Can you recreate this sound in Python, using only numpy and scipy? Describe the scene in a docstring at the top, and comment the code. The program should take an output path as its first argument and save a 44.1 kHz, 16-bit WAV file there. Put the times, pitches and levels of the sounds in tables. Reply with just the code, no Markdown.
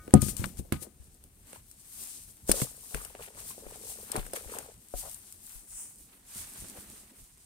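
"""In a small furnished room, a phone on a metal stand is bumped and rubbed, close to its two microphone ports.
Then a feather duster and a cloth rustle over a hard suitcase, to the left, that is dragged off a wooden table.
Rustle and drag are shaped noise with crackling grains; knocks are damped modes pushed through the table;
snaps are short noise bursts; stand, table top and port ring as decaying sines. The room answers the hits."""
import sys
import numpy as np
from scipy import signal
from scipy.fft import rfft, irfft, next_fast_len
from scipy.io import wavfile
from scipy.ndimage import map_coordinates

SR = 44100
rng = np.random.default_rng(int(sys.argv[2]) if len(sys.argv) > 2 else 0)


def log_audio(samples):
    """Write samples as a 16-bit WAV file to the path given in sys.argv[1]."""
    # one column per channel
    frames = np.atleast_2d(samples).T
    # limit to full scale, then quantise
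    limited = np.clip(frames, -1, 1)
    pcm = np.round(limited * 32767).astype(np.int16)
    wavfile.write(sys.argv[1], SR, pcm)


N = 328545

# Colour of fibre hiss, with the microphone port's peak: f/Hz, relative level/dB
HISS_COLOUR = [(1470, -34), (2500, -17.5), (5690, -9), (7470, -5), (8660, 0.5), (10500, -4.5), (15200, -10),
               (16000, -19.5)]
# Colour of the duller scrape: f/Hz, relative level/dB
SCRAPE_COLOUR = [(300, -33), (700, 2.5), (1200, 1.5), (2500, 0.5), (4500, -5), (7000, -27.5)]


def amp(db):
    """Gain of a level in dB."""
    return 10 ** (np.asarray(db) / 20)


def unit(x):
    """x at rms 1."""
    return x / np.sqrt(np.mean(x ** 2) + 1e-20)


def along(points, hz):
    """Reads (f/Hz, value) points on a log frequency axis."""
    f, value = np.transpose(points)
    return np.interp(np.log(hz + 1), np.log(f + 1), value)


def curves(rows):
    """One value per sample for each column after the time."""
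    s, *columns = np.transpose(rows)
    return [np.interp(np.arange(N) / SR, s, column) for column in columns]


def wobble(rate):
    """A smooth random curve, rate knots a second."""
    knots = rng.standard_normal(int(N * rate / SR) + 4)
    return map_coordinates(knots, [np.arange(N) * rate / SR])


def filtered(x, response):
    """x times a complex response of frequency."""
    n = x.shape[-1]
    m = next_fast_len(n + 8192)  # spare length, so that tails do not wrap round
    return irfft(rfft(x, m) * response(np.fft.rfftfreq(m, 1 / SR)), m)[..., :n]


def panned(pan_db):
    """Left and right gains, pan_db apart (positive is left), whose mean is 1."""
    left = 2 / (1 + amp(-np.asarray(pan_db)))
    return np.array([left, 2 - left])


def add(track, s, sound):
    """Mixes a stereo sound in at time s."""
    i = round(s * SR)
    track[:, i:i + sound.shape[1]] += sound[:, :track.shape[1] - i]


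def rub(spectrum, alike, rate, spiky_db):
    """Stereo friction noise of rms 1: tiny slips of uneven size; alike is the correlation of the ports."""
    slips = amp(spiky_db * wobble(rate)) * rng.standard_normal((2, N))
    turn = np.arccos(np.clip(alike, -1, 1)) / 2
    coloured = filtered(slips, lambda hz: amp(along(spectrum, hz)))
    mid, side = coloured * [[np.cos(turn)], [np.sin(turn)]]
    return unit(np.array([mid + side, mid - side]))


def room(x):
    """The room's answer is a noise tail in which each frequency dies at its own speed."""
    # Decay of the furnished room: f/Hz, time to fall 60 dB/s
    decay_times = [(200, 0.22), (450, 0.06), (10000, 0.016)]
    hz, t, z = signal.stft(rng.standard_normal((2, SR // 3)), SR, nperseg=256)
    fading = z * amp(-60 * t / along(decay_times, hz)[:, None])
    tail = signal.istft(fading, SR, nperseg=256)[1]
    return signal.fftconvolve(x, tail / np.linalg.norm(tail[0]), axes=1)[:, :N]


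def drag():
    """The table hums under the movements, and the hollow case drones when it slides: slow, uneven friction."""
    # Course of the drag: t/s, table rumble level/dB, hollow shell level/dB
    drag_course = [(0.0, -54, -56.5), (0.31, -45.5, -52.5), (1.0, -62, -66.5), (2.8, -62, -68.5),
                   (4.54, -57.5, -59.5), (4.73, -62.5, -67.5), (6.1, -63, -69.5), (6.75, -58.5, -57),
                   (7.45, -67.5, -74.5)]
    # Colour of the hollow shell: f/Hz, relative level/dB
    shell_colour = [(90, -34), (200, 10), (430, -1), (750, -9), (1300, -22.5)]
    # Colour of the table's rumble: f/Hz, relative level/dB
    rumble_colour = [(12, -15.5), (30, 5), (80, 4), (180, -5), (350, -43)]
    rumble_db, shell_db = curves(drag_course)
    table = amp(rumble_db) * rub(rumble_colour, alike=0.93, rate=18, spiky_db=4.0)
    shell = rub(shell_colour, alike=0.87, rate=25, spiky_db=2.5)
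    return table + amp(shell_db) * shell


def thumps():
    """The table top swings a few slow cycles and shakes the left port more, the right out of step."""
    # Swings after heavy contacts: t/s, level before rise, decay and pan/dB, f/Hz
    table_swings = [(0.219, -24, 87), (0.394, -20.5, 94.5), (0.588, -26.5, 67.6), (0.724, -24.5, 95),
                    (0.999, -40, 68), (2.491, -24, 42.5), (2.618, -18, 130), (2.941, -28.5, 44.8),
                    (3.659, -43, 36.7), (4.184, -29.5, 32.8), (4.461, -39.5, 57.7), (4.94, -30.5, 41),
                    (5.554, -43.5, 42)]
    out, t = np.zeros((2, N)), np.arange(SR // 3) / SR
    for s, db, hz in table_swings:
        swing = np.sin(2 * np.pi * hz * t - [[0], [1.4]])  # right port 1.4 rad behind
        swing = swing * np.minimum(t / 0.0034, 1)
        decay = amp(db - 60 * t * hz / 9)  # 60 dB in nine cycles
        add(out, s, decay * swing * panned(pan_db=5.5)[:, None])
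    return out


def scuffs():
    """Skin or plastic judders over wood and sounds its hollow note, swelling and fading."""
    # Short scuffs of hand or shell: t/s, length/s, rms level at the top before pan/dB, hollow f/Hz
    wood_scuffs = [(0.816, 0.068, -54, 485), (2.495, 0.17, -44, 420), (4.144, 0.068, -47, 716),
                   (5.004, 0.11, -49.5, 680), (6.737, 0.061, -54, 630)]
    out = np.zeros((2, N))
    for s, length, db, hz in wood_scuffs:
        n = round(length * SR)
        judder = rng.standard_normal(n) ** 3  # spiky slips
        note = filtered(judder, lambda f: (1j * f / (hz * hz - f * f + 1j * f * 0.71 * hz)) ** 2)
        add(out, s, amp(db) * np.hanning(n) * unit(note) * panned(15)[:, None])
    return out


def stand():
    """The metal stand rings on at fixed pitches; hard blows wake its upper modes."""
    # Modes of the stand: f/Hz, level re the blow at zero hardness/dB, time to fall 60 dB/s
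    stand_modes = [(735, 2, .07), (1238, 0, .36), (1491, -9, .4), (1852, -19, .35), (2250, -20, .35),
                   (2705, -22, .15)]
    # Blows: t/s, level/dB, hardness (tilt of the modes about 1 kHz)/dB per octave
    stand_blows = [(-.15, -35, 14.5), (.14, -28.5, -23), (.724, -49.5, -5), (4.94, -56, -37)]
    out, t = np.zeros((2, N)), np.arange(SR // 2) / SR
    for s, db, hard_db in stand_blows:
        ring = np.zeros(len(t))
        for hz, level, t60 in stand_modes:
            mode_db = level + hard_db * np.log2(hz / 1000)
            ring += amp(mode_db - 60 * t / t60) * np.sin(2 * np.pi * hz * t)
        already_past = round(max(-s, 0) * SR)  # the first blow fell just before the start
        add(out, max(s, 0), amp(db) * ring[None, already_past:])
    return out


def port_ring():
    """The first bump jolts the right microphone port, which whistles for a few milliseconds."""
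    out, t = np.zeros((2, N)), np.arange(SR // 20) / SR
    whistle = amp(5 - 60 * t / 0.0056) * np.sin(2 * np.pi * 8400 * t)
    add(out, .1398, whistle * [[0], [1]])
    return out


def hollow(hz):
    """The air in the case sounds one note: a resonance with peak gain 1."""
    note_hz, width_hz = 430, 70
    return 1j * hz * width_hz / (note_hz ** 2 - hz * hz + 1j * hz * width_hz)


def crackle(rate, cycles):
    """Ribs of the shell catch and let go at random: short ringing grains, each at its own pitch, rms 1."""
    when, pitch, size = rng.random((3, int(rate * N / SR)))[..., None]
    turn = 500 * 6 ** pitch * np.arange(SR // 40) / SR  # cycles so far, at 500 to 3000 Hz
    envelope = turn * np.exp(-3 * turn / cycles)
    grains = size ** 7 * 2 ** pitch * np.sin(2 * np.pi * turn) * envelope  # few are large
    at = (when * N).astype(int) + np.arange(SR // 40)
    return unit(np.bincount(at.ravel(), grains.ravel())[:N])


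def ticks():
    """Single fibres let go with a sharp click, a few much louder than the rest; rms 1."""
    ticks_a_second = 150
    when, size, side = rng.random((3, int(ticks_a_second * N / SR)))
    clicks = np.zeros((2, N))
    clicks[:, (when * N).astype(int)] = np.log(.03 + size) ** 2 * panned(12 * (side - .5))
    return unit(filtered(clicks, lambda hz: amp(1.4 * along(HISS_COLOUR, hz))))


def strokes():
    """Gains of hiss and scrape: every stroke of fingers, cloth or feathers swells to its top and fades."""
    # Strokes: t of the top/s, swell/s, fade/s, hiss gain at the top/dB, scrape gain at the top/dB
    stroke_rows = [(0.147, .02, 0.06, -42, -44), (.221, 0.018, 0.11, -31, -50.5),
                   (0.299, 0.079, .05, -37, -59), (0.378, 0.019, 0.18, -41, -63),
                   (0.438, 0.096, 0.083, -46.5, -52), (0.592, 0.028, 0.024, -42, -59),
                   (0.733, 0.0089, .055, -44, -44), (0.83, 0.031, 0.042, -37, -58.5),
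                   (1.549, 0.194, 0.1, -52.5, -58.5), (2.042, 0.33, .45, -41.5, -60),
                   (2.49, 0.021, 0.17, -31.5, -47), (2.602, 0.095, 0.16, -35, -53),
                   (2.902, 0.4, 0.25, -46.5, -66.5), (2.965, 0.04, 0.25, -42, -53),
                   (3.236, 0.09, 0.1, -45.5, -53), (3.4, 0.08, 0.057, -50, -56),
                   (3.504, 0.236, 0.17, -42, -61.5), (3.74, 0.17, 0.082, -51, -56.5),
                   (3.9, 0.5, 0.76, -44.5, -63.5), (4.167, 0.15, 0.14, -44, -48),
                   (4.361, 0.028, 0.059, -36.5, -47.5), (4.564, 0.35, 0.25, -45, -54.5),
                   (4.975, 0.088, 0.28, -41, -59), (5.132, 0.43, 0.19, -47.5, -63),
                   (5.278, 0.084, 0.159, -49, -68.5), (5.53, 0.29, 0.23, -47, -61.5),
                   (5.793, 0.22, 0.28, -40, -60.5), (6.13, 0.11, .15, -60, -63.5),
                   (6.391, 0.16, 0.22, -40.5, -52), (6.575, 0.14, 0.3, -44.5, -56.5),
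                   (6.77, .3, 0.81, -48, -59.5)]
    drop_db, roundness = 21, 0.95  # fall after one swell or fade time; above 1 the top is rounded
    rest_hiss_db, rest_scrape_db = -64, -75.5  # between strokes
    s, swell, fade, hiss_db, scrape_db = np.transpose(stroke_rows)[..., None]
    step = np.arange(0, N / SR, 1 / 1000)
    from_top = np.maximum((s - step) / swell, (step - s) / fade)
    shape = amp(-drop_db * from_top ** roundness)

    def gain(top_db, rest_db):
        """Adds the strokes and the rest level by power."""
        power = np.sum((amp(top_db) * shape) ** 2, axis=0) + amp(rest_db) ** 2
        return np.interp(np.arange(N) / SR, step, np.sqrt(power))

    return gain(hiss_db, rest_hiss_db), gain(scrape_db, rest_scrape_db)


def rustle():
    """Barbs and fibres slip in clumps: a hiss of shifting colour, a duller scrape, the ribbed shell's crackle."""
    phone_until_s, centred_from_s = .93, 6.05  # rubbing on the phone, then at the case, then central
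    phone_pan_db = 13.5  # fingers rub by the left port
    case_pan_db, case_lead_s = 10, 0.00024  # the case stands to the left and reaches that port first
    shadow_hz = 9200  # above it the phone's body shades the far port
    split_hz = 9500  # below it the fuller barbs, above it the fine tips
    tick_db = -11  # re the hiss before its swings
    smooth_db, grains_db = 0.5, 2  # even rubbing and crackle, re the scrape gain
    grains_pan_db = 4  # on top of the pan of the case
    hiss_gain, scrape_gain = strokes()
    t = np.arange(N) / SR
    on_phone = t < phone_until_s

    fibres = rub(HISS_COLOUR, alike=0.1, rate=880, spiky_db=1.0)
    barbs = filtered(fibres, lambda hz: 1 / (1 + (hz / split_hz) ** 8))
    tips = fibres - barbs
    clumps_db = 1.5 * wobble(30)
    shifting = amp(1.6 * wobble(12)) * barbs + amp(1.5 * wobble(20)) * tips
    hiss = hiss_gain * amp(clumps_db) * (shifting + ~on_phone * amp(tick_db) * ticks())

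    judder_db = 2.2 * wobble(90)
    scraping = rub(SCRAPE_COLOUR, alike=0.083, rate=200, spiky_db=0.5)
    scrape = scrape_gain * amp(judder_db + smooth_db) * scraping

    handled = np.interp(t, [2.4, 2.5, 4.7, 4.75], [0, 1, 1, 0])  # the case is touched and moved
    ribs = crackle(rate=800, cycles=2.2)
    hollow_ribs = unit(filtered(ribs, hollow))  # as strong as the ribs themselves
    grains = handled * scrape_gain * amp(grains_db) * (ribs + hollow_ribs)

    def from_case(hz):
        """Left port early, right late, with the right one shaded in the treble."""
        shade = panned(case_pan_db / (1 + (shadow_hz / (hz + 1)) ** 4))
        return shade * np.exp(1j * np.pi * hz * case_lead_s * np.array([[1], [-1]]))

    at_case = ~on_phone * np.clip(2 * (centred_from_s - t), 0, 1)  # lets go over half a second
    rubbed = (hiss + scrape) * panned(on_phone * phone_pan_db)
    beside = at_case * rubbed + grains * panned(grains_pan_db)[:, None]
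    return (1 - at_case) * rubbed + filtered(beside, from_case)


def snaps():
    """Each snap is a burst of a few milliseconds: a bright crack and a duller tick."""
    # Snaps of quills, zip and nails: t/s, level before colouring/dB, left-right/dB,
    # tick re crack before colouring/dB
    snap_rows = [(0.2181, -18.5, 27, -30.5), (0.3668, -24.5, 24, -31), (0.442, -28.5, 13, 0.5),
                 (0.4574, -29, 16, -53), (0.5713, -35.5, 6, -30), (0.723, -20, -11, -9.5),
                 (1.239, -38.5, 8, -37), (1.5309, -36.5, -9, -11.5), (0.078, -42, 7, -10.5),
                 (1.713, -36.5, 9, -41), (2.4948, -17, 2.5, -20), (2.5153, -5.5, 9, -23),
                 (2.6177, -23.5, -16, -9.5), (2.946, -23.5, 7, -10), (3.0486, -28, 11, -25),
                 (4.117, -19.5, 10, -67), (4.163, -22.5, 6.5, -14), (4.2655, -32.5, 2.5, -14.5),
                 (4.334, -23.5, 1, -19.5), (0.108, -39, 1, -10), (0.285, -32.5, 13.5, -12.5),
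                 (3.151, -43, -1, -3), (4.586, -24, 7, -20), (5.114, -33, 7.5, -37.5),
                 (5.145, -31.5, 5, -36), (5.324, -32.5, 2, -37)]
    crack, tick, t = np.zeros((2, N)), np.zeros((2, N)), np.arange(SR // 20) / SR
    for s, db, pan_db, tick_db in snap_rows:
        size = np.clip((db + 55.5) / 40, .1, 1)  # big snaps last longer
        decay = amp(db - 60 * t / (0.018 * size))
        rise = np.minimum(t / (0.00077 * size), 1)
        burst = decay * rise * panned(pan_db)[:, None] * rng.standard_normal((2, 2, len(t)))
        add(crack, s, burst[0])
        burst[1, :, 0] -= amp(db + 13.5) * panned(pan_db)  # the contact itself, one pulse in both ports
        add(tick, s, amp(tick_db - 60 * t / .009) * burst[1])

    def dull(hz):
        """Scrape colour, thinned in the bass and softened above 4 kHz."""
        return amp(along(SCRAPE_COLOUR, hz) + 17.5) * hz / (hz + 1500) / (1 + (hz / 4000) ** 2)

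    bright = filtered(crack, lambda hz: amp(1.2 * along(HISS_COLOUR, hz) + 5.0))
    return bright + filtered(tick, dull)


def knocks():
    """A soft push swings one well damped mode and leaves a rattle, stronger for thin, high parts."""
    # Dull knocks on stand, shell and table: t/s, peak level before pan/dB, f/Hz
    knock_rows = [(0.078, -30, 420), (0.1363, 1, 263), (0.15, -3, 163), (0.225, -16.5, 151),
                  (0.263, -27.5, 172), (0.283, -26.5, 196), (0.393, -29.5, 148), (0.416, -30, 228),
                  (0.437, -27.5, 140), (0.464, -31, 212), (0.594, -27.5, 201), (0.648, -47.5, 517),
                  (0.721, -16, 257), (0.742, -32, 226), (0.754, -31, 110), (0.819, -38, 330),
                  (0.869, -40, 380), (1.53, -43.5, 450), (1.558, -42, 907), (2.492, -14, 406),
                  (2.617, -25, 274), (2.945, -29, 171), (3.149, -37.5, 685), (3.276, -44, 436),
                  (3.374, -41, 965), (3.504, -39, 1120), (3.578, -37, 507), (3.634, -44, 433),
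                  (3.664, -36, 417), (3.72, -53, 850), (3.997, -48, 726), (4.1, -42, 300),
                  (4.147, -31, 300), (4.1541, -20.5, 850), (4.175, -27.5, 117), (4.194, -34.5, 480),
                  (4.263, -44, 480), (4.333, -28, 590), (4.455, -44, 430), (4.537, -32.5, 1060),
                  (4.551, -37, 690), (4.568, -32, 840), (4.586, -38.5, 407), (4.604, -42, 480),
                  (4.937, -27.5, 605), (6.357, -42.5, 171), (6.62, -38.5, 170), (6.642, -44, 260),
                  (6.783, -43, 150)]
    # Where the knocks come from: t/s, left-right level/dB
    knock_sides = [(.08, 2.5), (.22, 14.5), (.39, -0.5), (.72, -4.5), (1, 6), (3.2, 2.5), (3.5, 1),
                   (4.2, 6), (5, 7), (6, -0.5)]
    width_hz, hollow_db = 240, -5  # damping of the mode; air note of the case re the mode
    out, t = np.zeros((2, N)), np.arange(SR // 5) / SR
    for s, db, hz in knock_rows:
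        pan_db = np.interp(s, *np.transpose(knock_sides))
        rattle = rng.standard_normal((3, len(t))) ** 3 / 4  # spiky: loose parts chatter
        mostly_shared = rattle[0] + 0.88 * rattle[1:]
        push = 0.028 * np.sqrt(hz / 400) * amp(-60 * t / 0.08) * mostly_shared
        push[:, 0] -= 1  # the blow itself, the same in both ports
        # the stand is nearer the right port, the case the left
        lag = np.array([[.0005], [0]] if s < 1 else [[0], [.00025]])
        on_case = 2.9 < s < 4.75

        def mode(f):
            """The struck part, with the air note when the case is hit."""
            struck = 1j * f * width_hz / (hz * hz - f * f + 1j * f * width_hz)
            return struck + on_case * amp(hollow_db) * hollow(f)

        def soft(f):
            """Padded contact takes time: treble is lost and the sound comes 1.8 ms on, plus the lag."""
            return np.exp(-2j * np.pi * f * (0.0018 + lag)) / (1 + 1j * f / (1.6 * hz)) ** 2

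        body = filtered(push, lambda f: mode(f) * soft(f))
        add(out, s, panned(pan_db)[:, None] * amp(db) * body / np.abs(body).max())
    return out


def scene():
    """Hits with their room, over the rubbing sounds; knocks come mostly through the table, so stir it less."""
    dull, bright = knocks(), snaps()
    answer = room(amp(-12.5) * dull + amp(0.5) * bright)
    ringing = thumps() + stand() + port_ring()
    return dull + bright + answer + ringing + scuffs() + rustle() + drag()


def record(dry):
    """The microphone input rounds peaks off just below full scale and keeps nothing above its band limit."""
    top_hz = 15800
    clipped = dry / (1 + np.abs(dry / .98) ** 8) ** (1 / 8)
    return filtered(clipped, lambda hz: hz < top_hz)


dry = scene()
out = record(dry)
log_audio(out)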